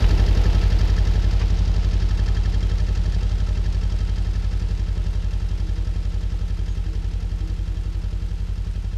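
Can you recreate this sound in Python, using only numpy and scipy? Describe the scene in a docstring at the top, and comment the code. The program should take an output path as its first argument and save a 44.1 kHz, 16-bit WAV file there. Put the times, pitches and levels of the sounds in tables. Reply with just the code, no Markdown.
"""Old diesel tractor pulling a roller away

A two-cylinder diesel tractor drags a roller away over a dry field. Its cylinders fire half a turn apart and
then rest, so gas pulses thump in limping pairs through the silencer, while impacts ring block and valve gear.
Filtered noise makes the roller rumble, hum and crunch; it scrapes twice and its bearing squeaks once on two tones.
Engine, rumble and crunch fade with distance, an echo off the soil colours the treble, and a faint wash stays.
"""
import sys
import numpy as np
from scipy import signal
from scipy.fft import rfft, irfft, next_fast_len
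from scipy.io import wavfile
from scipy.ndimage import map_coordinates

SR = 44100
rng = np.random.default_rng(int(sys.argv[2]) if len(sys.argv) > 2 else 0)


def log_audio(samples):
    """Write samples as a 16-bit WAV file to the path given in sys.argv[1]."""
    # one column per channel
    frames = np.atleast_2d(samples).T
    # limit to full scale, then quantise
    limited = np.clip(frames, -1, 1)
    pcm = np.round(limited * 32767).astype(np.int16)
    wavfile.write(sys.argv[1], SR, pcm)


N = 395577
TIME = np.arange(N) / SR
START_M, DRIVE_M_PER_S = 7.66, 1.713   # the tractor drives straight away


def from_db(db):
    """Decibels to gain."""
    return 10 ** (np.asarray(db) / 20)


def rms_one(x):
    """Scale to unit rms."""
    return x / np.sqrt(np.mean(x ** 2) + 1e-20)


def drift(rate):
    """Random wander of rms 1 through `rate` knots per second; after 4000 knots it holds its last value."""
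    knots = rng.standard_normal(4000)
    return rms_one(np.interp(TIME * rate, np.arange(len(knots)), knots))


def bell(at_s, width_s):
    """A smooth swell of height 1 around a moment."""
    return np.exp(-((TIME - at_s) / width_s) ** 2)


def coloured(x, spectrum):
    """Give a flat signal a spectrum that falls 40 dB per octave more beyond its ends; rms 1."""
    size = next_fast_len(N)
    octave = np.log2(np.maximum(np.arange(size // 2 + 1) * SR / size, 1))
    hz, level_db = np.transpose(spectrum)
    corners = np.log2(hz)
    beyond = np.abs(octave - np.clip(octave, corners[0], corners[-1]))
    gain = from_db(np.interp(octave, corners, level_db) - 40 * beyond)
    return rms_one(irfft(rfft(x, size) * gain, size)[:N])


def noise(spectrum):
    """Coloured noise of rms 1."""
    return coloured(rng.standard_normal(N), spectrum)


def resonate(x, modes, polarity=None):
    """Parallel two-pole resonances, alternating in sign unless a polarity is given; rms 1."""
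    out = 0
    for k, (hz, width_hz, db) in enumerate(modes):
        sign = polarity[k] if polarity else (-1) ** k
        r = np.exp(-np.pi * width_hz / SR)
        gain = sign * from_db(db) * (1 - r * r) / 2
        poles = [1, -2 * r * np.cos(2 * np.pi * hz / SR), r * r]
        out = out + signal.lfilter([gain, 0, -gain], poles, x + 1e-18)
    return rms_one(out)


def cut(x, hz, kind):
    """Second-order high- or low-pass."""
    return signal.sosfilt(signal.butter(2, hz, kind, fs=SR, output="sos"), x)


def each_cycle(crank, place, uneven_db, jitter_s):
    """One click whenever the crank passes a place in its cycle, with random level and timing errors."""
    cycles = np.arange(-1, int(crank[-1]) + 1)
    chance = rng.standard_normal((len(cycles), 2))
    moment_s = np.interp(cycles + place, crank, TIME, left=-1, right=-1) + jitter_s * chance[:, 0]
    at = np.round(moment_s * SR).astype(int)
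    heard = (at >= 0) & (at < N)
    clicks = np.zeros(N)
    clicks[at[heard]] = from_db(uneven_db * chance[heard, 1])
    return clicks


def burst(clicks, peak_s):
    """Each click swells to a peak of its own height and dies away."""
    r = np.exp(-1 / (peak_s * SR))
    return signal.lfilter([0, np.e / (peak_s * SR)], [1, -2 * r, r * r], clicks + 1e-18)


def shower(crank, alike):
    """A dense shower of impacts, with a share `alike` of its power repeating in every cycle."""
    since_s = TIME - np.interp(np.floor(crank), crank, TIME)
    pattern = rng.standard_normal(SR)[(since_s * SR).astype(int)]
    return np.sqrt(alike) * pattern + np.sqrt(1 - alike) * rng.standard_normal(N)


def distance():
    """Metres from the microphone to the tractor."""
    return START_M + DRIVE_M_PER_S * TIME


def carried(start_db, doubling_db, flank_db, facing_s, hidden_db):
    """Level in dB: falls with distance, shifts as a part faces the microphone or the roller hides the engine."""
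    fall_db = doubling_db * np.log2(distance() / START_M)
    facing_db = flank_db * bell(facing_s, width_s=0.5)
    # the roller swings in front of the engine for a moment; a negative dip lifts the part
    hiding_db = hidden_db * bell(1.64, width_s=.4)
    return start_db - fall_db + facing_db - hiding_db


# engine speed: t/s, four-stroke cycles/(1/s)
ENGINE_SPEED = [(0.0, 11.474), (0.39, 11.365), (1.64, 11.664), (1.94, 11.454), (3.09, 11.693),
                (3.71, 11.531), (4.33, 11.479), (4.73, 11.263), (6.15, 11.049), (6.46, 11.12),
                (7.21, 11.005), (7.81, 11.114), (8.06, 11.026), (8.97, 11.332)]


def crankshaft():
    """The speed adds up to the crank's place, counted in four-stroke cycles; the first starts at 0.01775 s."""
    s, cycles_per_s = np.transpose(ENGINE_SPEED)
    speed = np.interp(TIME, s, cycles_per_s)
    return np.cumsum(speed) / SR - .01775 * speed[0]


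# gas strokes, two exhaust blasts, a weak suction and a weak afterpuff: place/cycle, relative level/dB
GAS_STROKES = [(-.011, 0), (.237, -6.8), (.592, -18.9), (.801, -16.1)]
# sign of each gas stroke's pulse, one per stroke: sign/1
FLOW_SIGNS = [1, 1, -1, 1]
# silencer resonances: f/Hz, width/Hz, relative level/dB
SILENCER_MODES = [(38.3, 3.65, 1.5), (50.9, 14.7, -3), (82.1, 14.1, -6.5), (89, 30, -8),
                  (134.2, 7.4, -19.5), (168.7, 22.1, -14), (174.53, 4.74, -9.5)]
# sign of each silencer resonance, one per mode: sign/1
SILENCER_SIGNS = [-1, 1, 1, -1, 1, -1, 1]
# overtones of the exhaust stack: f/Hz, width/Hz, relative level/dB
STACK_MODES = [(240, 26, -6.5), (319.8, 6, 1), (378, 20.4, 1), (487, 21, -3.5), (605.5, 7.4, 0),
               (798, 10.5, -7), (939, 23, -12)]
# exhaust carry: start level/dB, fall/(dB per doubling), facing lift/dB, facing t/s, hidden dip/dB
EXHAUST_LEVEL = (-15, 6, .3, .5, .3)


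def exhaust(crank, stack_db=-31, puff_db=-34):
    """Paired gas pulses boom in the silencer, ring the stack and leave a rough puff."""
    pulses = 0
    for sign, (place, db) in zip(FLOW_SIGNS, GAS_STROKES):
        pulses = pulses + sign * from_db(db) * each_cycle(crank, place, uneven_db=0.15, jitter_s=.0001)
    boom = cut(resonate(pulses, SILENCER_MODES, SILENCER_SIGNS), hz=30, kind="high")
    # two chambers in a row round off each blast
    boom = rms_one(cut(cut(boom, hz=200, kind="low"), hz=200, kind="low"))
    stack = resonate(pulses, STACK_MODES)
    puff = resonate(burst(pulses, peak_s=0.0076) * rng.standard_normal(N), STACK_MODES)
    return from_db(carried(*EXHAUST_LEVEL)) * (boom + from_db(stack_db) * stack + from_db(puff_db) * puff)


# barks of the blasts in the tailpipe: place/cycle, f/Hz, width/Hz, relative level/dB
TAILPIPE_BARKS = [(0.03, 176, 17.4, -1), (.29, 165.6, 16.6, 0), (.3, 490, 140, -13.5), (.03, 238, 54, -14)]
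# bark carry: start level/dB, fall/(dB per doubling), facing lift/dB, facing t/s, hidden dip/dB
BARK_LEVEL = (-38.5, 7, 2, -0.8, -0.5)


def barks(crank):
    """Both blasts give the tailpipe a short, uneven bark."""
    rings = 0
    for place, hz, width_hz, db in TAILPIPE_BARKS:
        blows = each_cycle(crank, place, uneven_db=0.5, jitter_s=.0006)
        rings = rings + from_db(db) * resonate(blows, [(hz, width_hz, 0)])
    return from_db(carried(*BARK_LEVEL)) * rms_one(rings)


# knocks and valve closings of one cycle: place/cycle, time to peak t/s, then relative levels:
# block ring/dB, clatter/dB, valve gear/dB, ticks/dB
CYCLE_CONTACTS = [(0.024, 0.0019, 3, -13, 1, -7), (.063, 0.0029, 4, -5, 2.5, -1),
                  (.17, 0.0015, -22, -16, -18.5, -16), (.268, 0.0051, -24, -32, -15, 0.5),
                  (.49, 0.0042, -17, -0.5, -6, 5), (.768, 0.0046, -29, -0.5, 0.5, 3),
                  (.83, 0.0039, -13, 1, -3.5, -19)]
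# ringing of the engine block and its covers: f/Hz, width/Hz, relative level/dB
BLOCK_MODES = [(1260, 23, -15), (1730, 110, -4.5), (2627, 81, -2), (3180, 56, 8), (4400, 18, -10)]
# clatter spectrum: f/Hz, relative density level/dB
CLATTER_COLOUR = [(560, -15), (950, -1.5), (1180, -12), (1290, 5.5), (1420, -2), (1760, 1), (2150, -3.5),
                  (2950, -10.5), (3170, -3.5), (3420, -6.5), (4200, -7), (5460, -44), (9240, -120)]
# valve gear spectrum: f/Hz, relative density level/dB
VALVE_COLOUR = [(2180, -59), (3700, -2), (4770, 2), (5540, -1), (5870, -3.5), (6650, -4), (8330, -16.5),
                (9050, -15), (10000, -19.5), (13000, -44), (22000, -120)]
# tick spectrum: f/Hz, relative density level/dB
TICK_COLOUR = [(5500, -20), (7500, 2), (9500, -2.5), (12000, -4), (15000, -10.5)]
# clatter carry, before trim: start level/dB, fall/(dB per doubling), facing lift/dB, facing t/s, hidden dip/dB
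CLATTER_LEVEL = (-41, 8.5, 1, 0.5, 2.5)
# valve carry, before trim: start level/dB, fall/(dB per doubling), facing lift/dB, facing t/s, hidden dip/dB
VALVE_LEVEL = (-42, 11.5, -1, -4, .5)
# tick carry, before trim: start level/dB, fall/(dB per doubling), facing lift/dB, facing t/s, hidden dip/dB
TICK_LEVEL = (-59.5, 6.5, 7, -0.7, 3)


def mechanics(crank, block_trim_db=-14, clatter_trim_db=-2.5, valve_trim_db=1.5, tick_trim_db=2.5):
    """Every contact is a short shower of impacts that rings the block and rattles the covers and valve gear."""
    power = 0
    for place, peak_s, *shares_db in CYCLE_CONTACTS:
        blow = burst(each_cycle(crank, place, uneven_db=1.43, jitter_s=0.00055), peak_s)
        power = power + np.outer(from_db(shares_db) ** 2, blow ** 2)
    # the timing gears keep up a steady rush between the contacts
    rush = from_db([-27, -2.5, -9.0, -5.0])[:, None]
    ring_env, clatter_env, valve_env, tick_env = [rms_one(np.sqrt(p)) for p in power + rush ** 2]
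    # rough level flutter that freezes after about 4.4 s, when the drift runs out of knots
    grain = rms_one(from_db(0.84 * drift(rate=900)))
    block = resonate(ring_env * shower(crank, alike=0.42), BLOCK_MODES)
    clatter = clatter_env * grain * coloured(shower(crank, alike=0.69), CLATTER_COLOUR)
    covers = from_db(block_trim_db) * block + from_db(clatter_trim_db) * clatter
    valves = grain * valve_env * coloured(shower(crank, alike=0.5), VALVE_COLOUR)
    ticks = grain * tick_env * noise(TICK_COLOUR)
    return (from_db(carried(*CLATTER_LEVEL)) * covers
            + from_db(carried(*VALVE_LEVEL) + valve_trim_db) * valves
            + from_db(carried(*TICK_LEVEL) + tick_trim_db) * ticks)


# covers that ring clearly when struck: place of the blow/cycle, f/Hz, width/Hz, relative level/dB,
# further fall in the balance/(dB per doubling of distance)
COVER_KNOCKS = [(0, 1770, 59, 3.5, 4), (.09, 1700, 100, -0.5, 0), (.05, 3200, 29, -1, -1.5),
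                (.1, 2700, 37, -11.5, -5), (0.1, 1290, 12, -4.5, 1), (.8, 1100, 22, -12.5, -4.5),
                (0.01, 4430, 31, -2, 3.5), (.8, 2690, 24, -4.5, -1), (.78, 5140, 32, -3.5, 2.5),
                (.8, 4700, 29, -1, 5), (.03, 5560, 24, -4, 3.5), (.3, 800, 22, -4, 3),
                (.55, 8750, 30, -19, -4)]
# knock carry: start level/dB, fall/(dB per doubling), facing lift/dB, facing t/s, hidden dip/dB
KNOCK_LEVEL = (-43, 10, 4, 2.2, 7.5)


def knocks(crank):
    """Each cover is struck once a cycle and rings on its own pitch; some carry farther than others."""
    rings = 0
    for place, hz, width_hz, db, loss_db in COVER_KNOCKS:
        blows = each_cycle(crank, place, uneven_db=2.1, jitter_s=.0004)
        level_db = db - loss_db * np.log2(distance() / START_M)
        rings = rings + from_db(level_db) * resonate(blows, [(hz, width_hz, 0)])
    return from_db(carried(*KNOCK_LEVEL)) * rms_one(rings)


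# spectrum shared by chassis growl and roller rumble: f/Hz, relative density level/dB
RUMBLE_COLOUR = [(130, 7), (215, -4.5), (322, 1), (366, -3), (458, 1), (556, -7), (610, -5.5), (926, -10),
                 (1020, -19.5), (1200, -19), (1560, -51), (2640, -120)]
# their carry, before trim: start level/dB, fall/(dB per doubling), facing lift/dB, facing t/s, hidden dip/dB
RUMBLE_LEVEL = (-33, 11, 3, 0.3, 0)


def growl(crank, trim_db=-4.5):
    """The chassis shakes in step with the engine."""
    return from_db(carried(*RUMBLE_LEVEL) + trim_db) * coloured(shower(crank, alike=0.93), RUMBLE_COLOUR)


def roller_rumble(trim_db=-5, lumpy_db=-0.2):
    """The roller rumbles over uneven soil: low noise with a slightly wandering level."""
    level_db = carried(*RUMBLE_LEVEL) + trim_db + lumpy_db * drift(rate=30)
    return from_db(level_db) * noise(RUMBLE_COLOUR)


# spectrum of crushed clods: f/Hz, relative density level/dB
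CRUNCH_COLOUR = [(400, -8), (800, 3.5), (1500, -4.5), (3000, 1.5), (5500, -6), (8000, -17), (14000, -31)]
# clod carry: start level/dB, fall/(dB per doubling), facing lift/dB, facing t/s, hidden dip/dB
CLOD_LEVEL = (-41, 10, 2.5, 0.36, -1)


def crunch(grains_per_s=3500, grain_spread_db=2.0, lumpy_db=-0.2):
    """The roller crushes dry clods into crackling grains: random clicks of random sign and height."""
    struck = rng.random(N) < grains_per_s / SR
    height_db = grain_spread_db * np.minimum(rng.exponential(1, N), 4)
    grains = struck * rng.choice([-1, 1], N) * from_db(height_db)
    return from_db(carried(*CLOD_LEVEL) + lumpy_db * drift(rate=33)) * coloured(grains, CRUNCH_COLOUR)


# swells of the hollow drum's hum: t/s, length t/s, level/dB
HUM_SWELLS = [(0.095, .8, -46), (5.027, .2, -49), (5.705, 0.3, -48), (6.2, 0.43, -56.5), (6.868, .35, -52),
              (7.55, 0.67, -52.5), (8.16, 0.5, -57.5)]
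# resonances of the drum: f/Hz, width/Hz, relative level/dB
HUM_MODES = [(322.2, 7.4, 2.5), (456, 21, -8.5)]


def drum_hum(rest_db=-61):
    """The hollow drum of the roller resonates to noise and hums up in swells above a faint rest level."""
    swells = from_db(rest_db)
    for s, length_s, db in HUM_SWELLS:
        swells = swells + from_db(db) * bell(s, length_s / 2)
    return swells * resonate(rng.standard_normal(N), HUM_MODES)


# diffuse engine wash: f/Hz, relative density level/dB
WASH_COLOUR = [(25, 3), (60, -2), (125, 3.5), (170, -3.5), (230, -2), (300, -12), (900, -21.5), (1400, -16),
               (2100, -22.5), (2700, -18), (4300, -24.5), (7000, -27.5), (11000, -41.5)]


def forest_wash(level_db=-48):
    """Steady noise stands for the engine's diffuse wash, scattered back by the forest edge."""
    return from_db(level_db) * noise(WASH_COLOUR)


# scrapes over hard lumps: t/s, attack t/s, release t/s, level/dB
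LUMP_SCRAPES = [(.045, 0.0052, .008, -31.5), (1.42, 0.021, 0.016, -35.5)]
# scrape spectrum: f/Hz, relative density level/dB
SCRAPE_SPECTRUM = [(300, -6.5), (900, 3), (3000, 3), (5000, -11), (9000, -27)]


def scrapes():
    """The roller scrapes over hard lumps in short bursts of coloured noise."""
    swells = 0
    for s, attack_s, release_s, db in LUMP_SCRAPES:
        swells = swells + from_db(db) * bell(s, np.where(TIME < s, attack_s, release_s))
    return swells * noise(SCRAPE_SPECTRUM)


# tones of the roller's bearing, before trim: f/Hz, level/dB
SQUEAK_TONES = [(6535, -59), (7079, -68)]


def squeak(start_s=6.675, length_s=0.075, trim_db=1):
    """A dry bearing sings for a moment on two wavering tones."""
    swell = np.sqrt(np.abs(np.sin(np.pi * np.clip((TIME - start_s) / length_s, 0, 1))))
    tones = 0
    for hz, db in SQUEAK_TONES:
        wavering_hz = hz * (1 + 0.0042 * drift(rate=190))
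        tones = tones + from_db(db) * np.sin(2 * np.pi * np.cumsum(wavering_hz) / SR)
    return from_db(trim_db) * np.sqrt(2) * swell * tones


def over_ground(x, reflection=0.34, notch_start_hz=7840, notch_doubling_s=4.3):
    """The soil echo lags less as the tractor recedes, so the notch where it weakens the direct sound climbs."""
    notch_hz = notch_start_hz * 2 ** (TIME / notch_doubling_s)
    lag = SR / (2 * notch_hz)   # half a period, in samples
    echo = map_coordinates(x, [np.arange(N) - lag], order=3, mode="nearest")
    return (x + reflection * echo) / (1 + reflection)


def scene():
    """The crank drives the tractor; the roller trails behind, both over soil, and the trees return a faint wash."""
    crank = crankshaft()
    tractor = exhaust(crank) + barks(crank) + mechanics(crank) + knocks(crank) + growl(crank)
    roller = roller_rumble() + crunch() + drum_hum() + scrapes() + squeak()
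    return (over_ground(tractor + roller) + forest_wash())[None]


def record(dry):
    """A steep elliptic low-pass cuts the top above 15250 Hz."""
    return signal.sosfilt(signal.ellip(12, .1, 90, 15250, fs=SR, output="sos"), dry)


dry = scene()
out = record(dry)
log_audio(out)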